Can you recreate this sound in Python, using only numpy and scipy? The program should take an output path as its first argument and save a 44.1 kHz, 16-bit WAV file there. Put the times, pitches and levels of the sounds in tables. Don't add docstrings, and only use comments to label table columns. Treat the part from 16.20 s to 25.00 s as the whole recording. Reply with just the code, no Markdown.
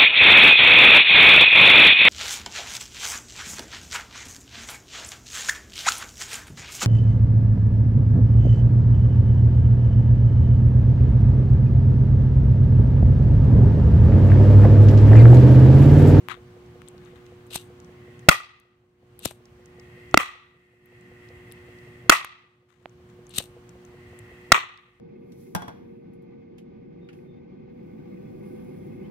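import sys
import numpy as np
from scipy import signal
from scipy.io import wavfile

SR = 44100
rng = np.random.default_rng(int(sys.argv[2]) if len(sys.argv) > 2 else 0)


def volts(x):
    e = np.asarray(x, float) / 20
    return 10 ** e


def to_wav(sig):
    pcm = np.clip(np.atleast_2d(sig), -1, 1) * 32767
    pcm = np.round(pcm).astype(np.int16)
    wavfile.write(sys.argv[1], SR, pcm.T)


N = 388064
T = np.arange(N) / SR

HISS_DB, AIR_DB = -79, -50.5
AIR_SPECTRUM = [(25, -16), (114, -3), (450, -22), (1070, -22.5), (2760, -29.5), (4400, -38), (8000, -41.5),
                (10800, -49)]
# [f/Hz, likeness/1]
LIKENESS = [(60, 1), (180, 1), (550, -0.02), (1650, -1.32), (4970, -0.6), (15000, -3.1)]
HUM_HZ = 120.0
HUM_LINES = [(1, -60), (2, -61.5), (2.5, -70.5), (3, -51.5), (4, -63.5), (5, -73), (6, -72.5), (7, -77),
             (9, -74), (10, -76.5)]
# [enters t/s, descent/s, leaves t/s, level/dB]
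FLAMES = [
    (1.62, 0.21, 2.12, -60),
    (3.3, .55, 5.72, -53.5),
    (7.5, 0.55, 8.75, -54.5),
]
JET_FADE_S = .3
# [f/Hz, width/Hz, level/dB]
FLAME_RINGS = [(1880, 280, 0.5), (2680, 1400, -10.5), (3500, 520, -17), (7000, 300, -28), (8600, 3500, -27),
               (15000, 360, -25)]
# [t/s, bubbles gone so far/1]
BUBBLING = [(.1765, 1), (3.772, 20), (5.485, 29), (8.68, 46)]
BUBBLE_HZ, BUBBLE_DB = 490, -42
# [start t/s, attack/s, level/dB, fade/dB per s, brightness/dB]
RUBS = [
    (0.086, 0.029, -36, 472, -26),
    (.7, .15, -66, 40.5, -21),
    (.95, 0.014, -59.5, 700, -18),
    (6.485, .006, -71, 59, -12),
    (6.886, .006, -66, 350, -11),
]
# [f/Hz, width/Hz, level/dB]
RUB_LOW = [(1140, 265, 4.5), (1900, 530, 3.5), (2820, 1360, -2.5), (3800, 620, -2.5)]
RUB_HIGH = [(6550, 2100, 6.5), (13100, 4300, -30)]
# [t/s, peak level/dB, f/Hz,
# left-right/dB]
LIGHTER_TICKS = [(0.4614, -56, 4790, 5), (.6775, -44, 3500, 12), (0.6848, -35.5, 8100, 13), (0.7795, -46, 4070, 7),
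                 (0.85, -51, 6500, 10), (.859, -51, 3500, 12), (1.06, -54, 6300, -3), (1.065, -44, 1950, 4),
                 (1.2665, -50, 8000, 8), (1.2724, -51, 13100, 8), (1.601, -41, 5700, 4), (1.646, -49, 5500, 12),
         (1.9929, -46, 6560, 9), (2.9916, -32.5, 10500, 6), (3.0004, -49, 7310, 8), (3.255, -47, 5370, 0),
         (3.458, -43.5, 6060, -7), (3.5975, -42, 5100, 3), (3.912, -46, 6000, 3),
         (4.6576, -54.5, 12400, 14.5), (4.81, -53, 6800, 13), (5.088, -48, 4460, 1),
         (5.3144, -50.5, 4250, 21.5), (5.3216, -34, 9900, 6), (5.5872, -50.5, 4450, 2.5),
         (6.6948, -54, 6000, 8), (7.0675, -45.5, 6300, 7), (7.0933, -43, 8720, 11),
         (7.109, -45.5, 7340, 10), (7.147, -37, 4350, 1), (7.2234, -34, 8180, 2), (7.4919, -50, 6230, 19.5),
         (7.6505, -50, 5920, 12), (7.9897, -37.5, 8600, 14.5), (8.5749, -43.5, 4170, 2)]
# [t/s, peak level/dB, f/Hz, snap level/dB, left-right/dB]
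KNOCKS = [(0.0843, -26, 1070, -14.5, 19.5), (0.617, -47.5, 1220, -12, 25), (1.356, -19, 736, 1.5, 5),
          (2.398, -62, 1200, 9, 6), (3.055, -20, 516, -1, 24), (3.109, -31.5, 652, -6.5, 9),
          (6.045, -23, 1100, -5, 1), (6.656, -25, 694, -38, -7.5), (6.896, -60, 1090, -12, 3.0),
          (7.1827, -34.5, 810, 13, 13), (7.202, -25, 544, -26, 2.5), (7.208, -32, 700, -22, 1),
          (3.114, -38.5, 780, -16, 4), (7.238, -42, 603, 4, -1)]
UPPER_DB, UPPER_DB_PER_OCTAVE = 5.5, 11.5
# [t/s, level/dB, f/Hz]
PUFFS = [
    (1.358, -27.5, 146),
    (3.0597, -20, 120),
    (7.186, -22, 108),
]
# [thumb starts t/s, flint catches t/s, drag level at the catch/dB, catch level/dB,
# level just after/dB]
STRIKES = [
    (1.303, 1.361, -31.5, -33, -37),
    (2.999, 3.053, -42.5, -28, -35),
    (7.103, 7.184, -32, -22.5, -34.5),
]
# [f/Hz, width/Hz, level/dB]
WHEEL_LOW = [(885, 1730, -14), (2760, 340, 0.5), (3770, 570, 1)]
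WHEEL_HIGH = [(5800, 300, -9.5), (8580, 1100, 4.5), (10800, 3600, -3.5), (12200, 1500, 0.5)]
TEETH = np.array([0, .43, .7])
TOOTH_DB_PER_S = 334
DRAG_DB_PER_S, CATCH_RISE_S, CATCH_FALL_S, SPIN_DB_PER_S = 306, 0.0022, 0.002, 383
WHEEL_BRIGHT_DB, BRIGHTEN_DB_PER_S, SPIN_BRIGHT_DB, SPIN_BRIGHTEN_DB_PER_S = 1.5, 190, -8.5, 133
# [t/s, tearing level/dB, tearing length/s, shock level/dB, shock f/Hz]
POPS = [
    (2.0862, 15, 0.015, 8.5, 528.8),
    (3.9425, -10.5, 0.0054, 12.5, 1119),
    (3.9734, 4.5, 0.0062, 4.5, 1200),
    (5.8949, 17.5, 0.012, 5.5, 1280),
    (8.3190, 12, 0.011, 11.5, 1300),
]
# [water thud level/dB, thud f/Hz, echo level/dB,
# share by way of the water surface/0-1, echo brightness/dB]
AFTER = [(5, 160, -2.5, 0.3, 3.5), (-3.5, 350, -24.5, 0.5, -14), (-8.5, 280, -3.5, 0.2, -0.5),
         (0, 330, 2, 0.2, 1.95), (-9.5, 130, 0, 0, -6.5)]
# [f/Hz, width/Hz, level/dB]
BUCKET = [(295, 230, -4), (754, 500, -2), (1410, 1400, 10.5), (2780, 260, -4), (4200, 1400, -13),
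          (9180, 2500, -17.5)]
BOUNCE_S = .00147
# [delay/s, left level/dB, right level/dB]
ECHOES = [(.016, 1.5, 5.5), (0.0253, 12.5, 9), (.031, 7, 5.5), (0.041, 0.5, 3), (0.057, 6, 5.5),
          (0.116, 0, 3)]
ECHO_SMEAR_S, ECHO_PAN_DB = .0045, 1.03
# [f/Hz, t60/s, level/dB]
YARD_DECAY = [(300, 0.19, -16.5), (700, 0.57, -5), (1325, 0.74, 4), (3024, 0.69, 3.5), (5600, 0.46, 3),
              (9000, 0.3, 4.5), (13000, 0.21, 4.5)]
# [f/Hz, width/Hz, level/dB]
YARD_RINGS = [(560, 430, -8), (1200, 120, 2), (1950, 130, 0.5), (2510, 360, -3), (3340, 1300, -9),
              (4450, 900, -11.5), (5700, 1800, -18), (8700, 1000, -16), (12900, 3500, -20.5)]
# [t/s, depth/dB, hold/s]
DUCKS = [
    (2.09, 16, 0.68),
    (3.06, 4, .1),
    (3.95, 14, .65),
    (5.9, 16.5, .66),
    (8.32, 15, .6),
]
SINK_S, SINK_SHAPE, RECOVER_S, REST_DB = .09, 2, .33, -0.27


def rms_one(x):
    return x / np.sqrt(np.mean(x ** 2) + 1e-20)


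def at_hz(points, hz):
    table_hz, value = np.transpose(points)
    return np.interp(np.log(hz), np.log(table_hz), value)


def band(x, low_hz, high_hz):
    edges = [low_hz, min(high_hz, .48 * SR)]
    return signal.sosfilt(signal.butter(2, edges, "band", fs=SR, output="sos"), x)


def drift(rate):
    r = np.exp(-80 * np.pi * rate / SR)
    slow = signal.lfilter([1], [1, -2 * r, r * r], rng.standard_normal(N // 40 + 2002))[2000:]
    return np.interp(np.arange(N) / 40, np.arange(len(slow)), rms_one(slow))


def resonate(x, peaks):
    out = 0
    for k, (hz, width_hz, db) in enumerate(peaks):
        r = np.exp(-np.pi * width_hz / SR)
        push = np.array([1, 0, -1]) * (1 - r * r) / 2
        ring = [1, -2 * r * np.cos(2 * np.pi * hz / SR), r * r]
        out = out + (-1) ** k * volts(db) * signal.lfilter(push, ring, x)
    return out


def pan(pan_db):
    return volts([[pan_db / 2], [-pan_db / 2]])


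def add(out, s, shape, pan_db):
    i = round(s * SR)
    out[:, i:i + shape.shape[-1]] += (shape * pan(pan_db))[:, :N - i]


def gain_db(s):
    out = REST_DB
    for start, depth_db, hold in DUCKS:
        sunk = 1 - np.exp(-(np.maximum(s - start, 0) / SINK_S) ** SINK_SHAPE)
        recovery = np.exp(-np.maximum(s - start - hold, 0) / RECOVER_S)
        out = out + 20 * np.log10(1 - (1 - volts(-depth_db * sunk)) * recovery)
    return out


def at_source(s, db):
    return volts(db - gain_db(s))


def scrape(low_level, high_level, low_peaks, high_peaks, grit_db, pan_db):
    roughness = np.minimum(rng.exponential(1, N), 4) + .45 * drift(220)
    grains = rng.standard_normal((3, N)) * volts(grit_db * roughness)
    grains = grains[0] + 1.77 * grains[1:]
    low = rms_one(resonate(grains, low_peaks))
    high = rms_one(resonate(grains, high_peaks))
    return (low_level * low + high_level * high) * volts(-gain_db(T)) * pan(pan_db)


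def bounce(x, share, again):
    lag = round(BOUNCE_S * SR)
    late = band(np.pad(x, ((0, 0), (lag, 0)))[:, :-lag], 200, 5000)
    round_trip = np.r_[1, np.zeros(lag - 1), -again]
    return signal.lfilter([1], round_trip, x + np.clip(share, 0, 1) * late)


def hiss():
    return volts(HISS_DB) * rms_one(band(rng.standard_normal((2, N)), 12800, 20000))


def air():
    out, edges = 0, 25 * 2 ** np.arange(0, 9.6, .5)
    white = rng.standard_normal((2, 2, N))
    for k, (low, high) in enumerate(zip(edges, edges[1:])):
        mid, side = band(white[k % 2], low, high)
        hz = np.sqrt(low * high)
        alike = np.clip(at_hz(LIKENESS, hz), 0, 1)
        patchy_db = .7 + 2.5 / (1 + hz / 200)
        level = volts(at_hz(AIR_SPECTRUM, hz) + patchy_db * drift(6))
        out = out + level * (np.sqrt(1 + alike) * mid + np.sqrt(1 - alike) * side * [[1], [-1]])
    return volts(AIR_DB) * rms_one(out)


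def hum():
    out = 0
    for multiple, db in HUM_LINES:
        level = volts(db + 3 + .9 * drift(3))
        out = out + level * np.sin(2 * np.pi * (multiple * HUM_HZ * T + rng.random()))
    return out * pan(-1.6)


def jet():
    level = 0
    for enters, descent, leaves, db in FLAMES:
        fade = np.exp(-np.maximum(T - leaves, 0) / JET_FADE_S)
        level = level + volts(db) * np.clip((T - enters) / descent, 0, 1) * fade
    gas = resonate(rng.standard_normal((2, N)), FLAME_RINGS)
    return level * volts(drift(8)) * rms_one(bounce(gas, .6, again=0))


def bubbles():
    out, t = np.zeros((2, N)), np.arange(1300) / SR
    times, gone = np.transpose(BUBBLING)
    releases = np.interp(np.arange(1, gone[-1] + 1), gone, times)
    chance = rng.standard_normal((int(gone[-1]), 3))
    for s, (late, size, loud) in zip(releases, chance):
        turns = BUBBLE_HZ * (1 + .03 * size) * t
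        shape = np.sin(2 * np.pi * turns) * np.exp(-t / .007)
        shape = shape + .7 * np.sin(2.7 * np.pi * turns) * np.exp(-t / .004)
        onset = 1 - np.exp(-t / .001)
        add(out, s + .001 * late, volts(BUBBLE_DB + 1.5 * loud) * shape * onset, 0)
    return out


def fingers():
    low = high = 0
    for start, attack, db, fade, bright_db in RUBS:
        swell = np.clip((T - start) / attack, 0, 1)
        rub = swell * volts(db - fade * np.maximum(T - start - attack, 0))
        low = low + rub
        high = high + rub * volts(bright_db)
    return scrape(low, high, RUB_LOW, RUB_HIGH, grit_db=6.0, pan_db=18.0)


def ticks():
    out, t = np.zeros((2, N)), np.arange(400) / SR
    for s, db, hz, pan_db in LIGHTER_TICKS:
        ring = [(hz, 0.47 * hz, 0)]
        scratch = rng.standard_normal((2, len(t))) * np.exp(-t / 0.0017)
        plastic = resonate(scratch, [(3090, 1800, -6.5)])
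        shape = resonate(resonate(scratch, ring), ring) + plastic
        add(out, s, at_source(s, db + 1.5) * shape / np.abs(shape).max(), pan_db)
    return out


def knocks():
    out, t = np.zeros((2, N)), np.arange(900) / SR
    for s, db, hz, snap_db, pan_db in KNOCKS:
        upper_db = UPPER_DB + UPPER_DB_PER_OCTAVE * np.log2(hz / 1000)
        snap = band(rng.standard_normal((2, len(t))) * np.exp(-t / 0.00147), 5000, 14000)
        body = np.sin(2 * np.pi * hz * t) * np.exp(-t / 0.0013) * np.minimum(t / 0.00028, 1)
        upper = -np.sin(2 * np.pi * 2300 * t) * np.exp(-(t / 0.00044) ** 2)
        upper = upper * np.minimum(t / 0.00031, 1)
        knock = body + volts(upper_db) * upper + volts(snap_db + 1.5) * snap
        add(out, s + .0015, at_source(s, db - 1.0) * knock, pan_db)
    return out


def puffs():
    out, t = np.zeros((2, N)), np.arange(900) / SR
    for s, db, hz in PUFFS:
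        add(out, s, at_source(s, db) * np.cos(2 * np.pi * hz * t) * np.exp(-t / 0.0028), 4.0)
    return out


def flint():
    level, bright_db = 0, np.zeros(N)
    for start, catch, drag_db, catch_db, spin_db in STRIKES:
        before, after = np.maximum(catch - T, 0), np.maximum(T - catch, 0)
        bites = start + TEETH * (catch - start)
        biting = T - bites[np.maximum(np.searchsorted(bites, T) - 1, 0)]
        drag = volts(drag_db - DRAG_DB_PER_S * before - TOOTH_DB_PER_S * np.abs(biting))
        wheel = np.where(T < catch, drag, volts(spin_db - SPIN_DB_PER_S * after))
        spark = volts(catch_db) * np.exp(-before / CATCH_RISE_S - after / CATCH_FALL_S)
        level = level + (T > start) * (wheel + spark)
        drag_bright_db = WHEEL_BRIGHT_DB - BRIGHTEN_DB_PER_S * before
        spin_bright_db = SPIN_BRIGHT_DB + SPIN_BRIGHTEN_DB_PER_S * after
        stroke_bright_db = np.where(after < 2 * CATCH_FALL_S, drag_bright_db, spin_bright_db)
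        bright_db = np.where(T > start, np.minimum(stroke_bright_db, 6), bright_db)
    return scrape(level, level * volts(bright_db), WHEEL_LOW, WHEEL_HIGH, grit_db=5.0, pan_db=5.5)


def yard(bright_db):
    t = np.arange(round(.7 * SR)) / SR
    clumps = volts(1.2 * drift(90)[:len(t)])
    returns = rng.standard_normal((2, len(t))) * clumps
    out = 0
    for k, (hz, t60, db) in enumerate(YARD_DECAY):
        out = out + (-1) ** k * volts(db - 60 * t / t60) * band(returns, hz / 1.4, hz * 1.4)
    out = out * np.clip((t - .007) / 0.026, 0, 1) ** 1.5
    for delay, left_db, right_db in ECHOES:
        late = np.maximum(t - delay, 0)
        smear = (late > 0) * np.exp(-late / ECHO_SMEAR_S)
        out += volts([[left_db], [right_db]]) * band(returns * smear, 270, 4300)
    rings = [(hz, width_hz, db + bright_db * (hz > 4000)) for hz, width_hz, db in YARD_RINGS]
    return volts(-6.5) * resonate(out, rings)


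def pops():
    out, t = np.zeros((2, N)), np.arange(round(.06 * SR)) / SR
    ports = t * np.array([[1.06], [.94]])
    for pop, after in zip(POPS, AFTER):
        s, tear_db, length, shock_db, shock_hz = pop
        thud_db, thud_hz, echo_db, share, bright_db = after
        shared, *own = rng.standard_normal((3, len(t)))
        burning = volts(-50 * (t / length) ** 2)
        burning += volts(-25.5) * np.exp(-t / 0.0048)
        burst = (shared + 1.6 * np.array(own)) * np.clip(t / 0.0013 - .5, 0, 1) * burning
        tear = resonate(burst, BUCKET)
        turns = shock_hz * ports
        shock = np.sin(2 * np.pi * turns) * np.minimum(turns / 0.3, 1)
        shock = shock * np.exp(-(turns / .8) ** 2)
        thud = np.sin(2 * np.pi * thud_hz * ports + np.array([[.25], [-.25]]))
        thud = thud * np.minimum(t / .001, 1) * np.exp(-t / .0045)
        blast = volts(tear_db) * tear / np.abs(tear).max() + volts(shock_db) * shock
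        add(out, s, bounce(blast, share=0.41, again=0.12) + volts(thud_db) * thud, 1.5)
        add(out, s, volts(echo_db) * bounce(yard(bright_db), share, again=0), ECHO_PAN_DB)
    return out


def scene():
    background = hiss() + air() + hum()
    bucket = jet() + bubbles()
    lighter = fingers() + ticks() + knocks() + puffs() + flint()
    return background + bucket + lighter + pops()


def low_pass(x):
    return signal.sosfilt(signal.butter(12, 16470, fs=SR, output="sos"), x)


def record(dry):
    dry = signal.sosfilt(signal.butter(2, 50, "high", fs=SR, output="sos"), dry)
    dry = signal.sosfilt(signal.cheby2(14, 40, 16200, fs=SR, output="sos"), dry)
    mix = np.clip(dry * volts(gain_db(T)), -.93, .93)
    return low_pass(mix)


dry = scene()
out = record(dry)
to_wav(out)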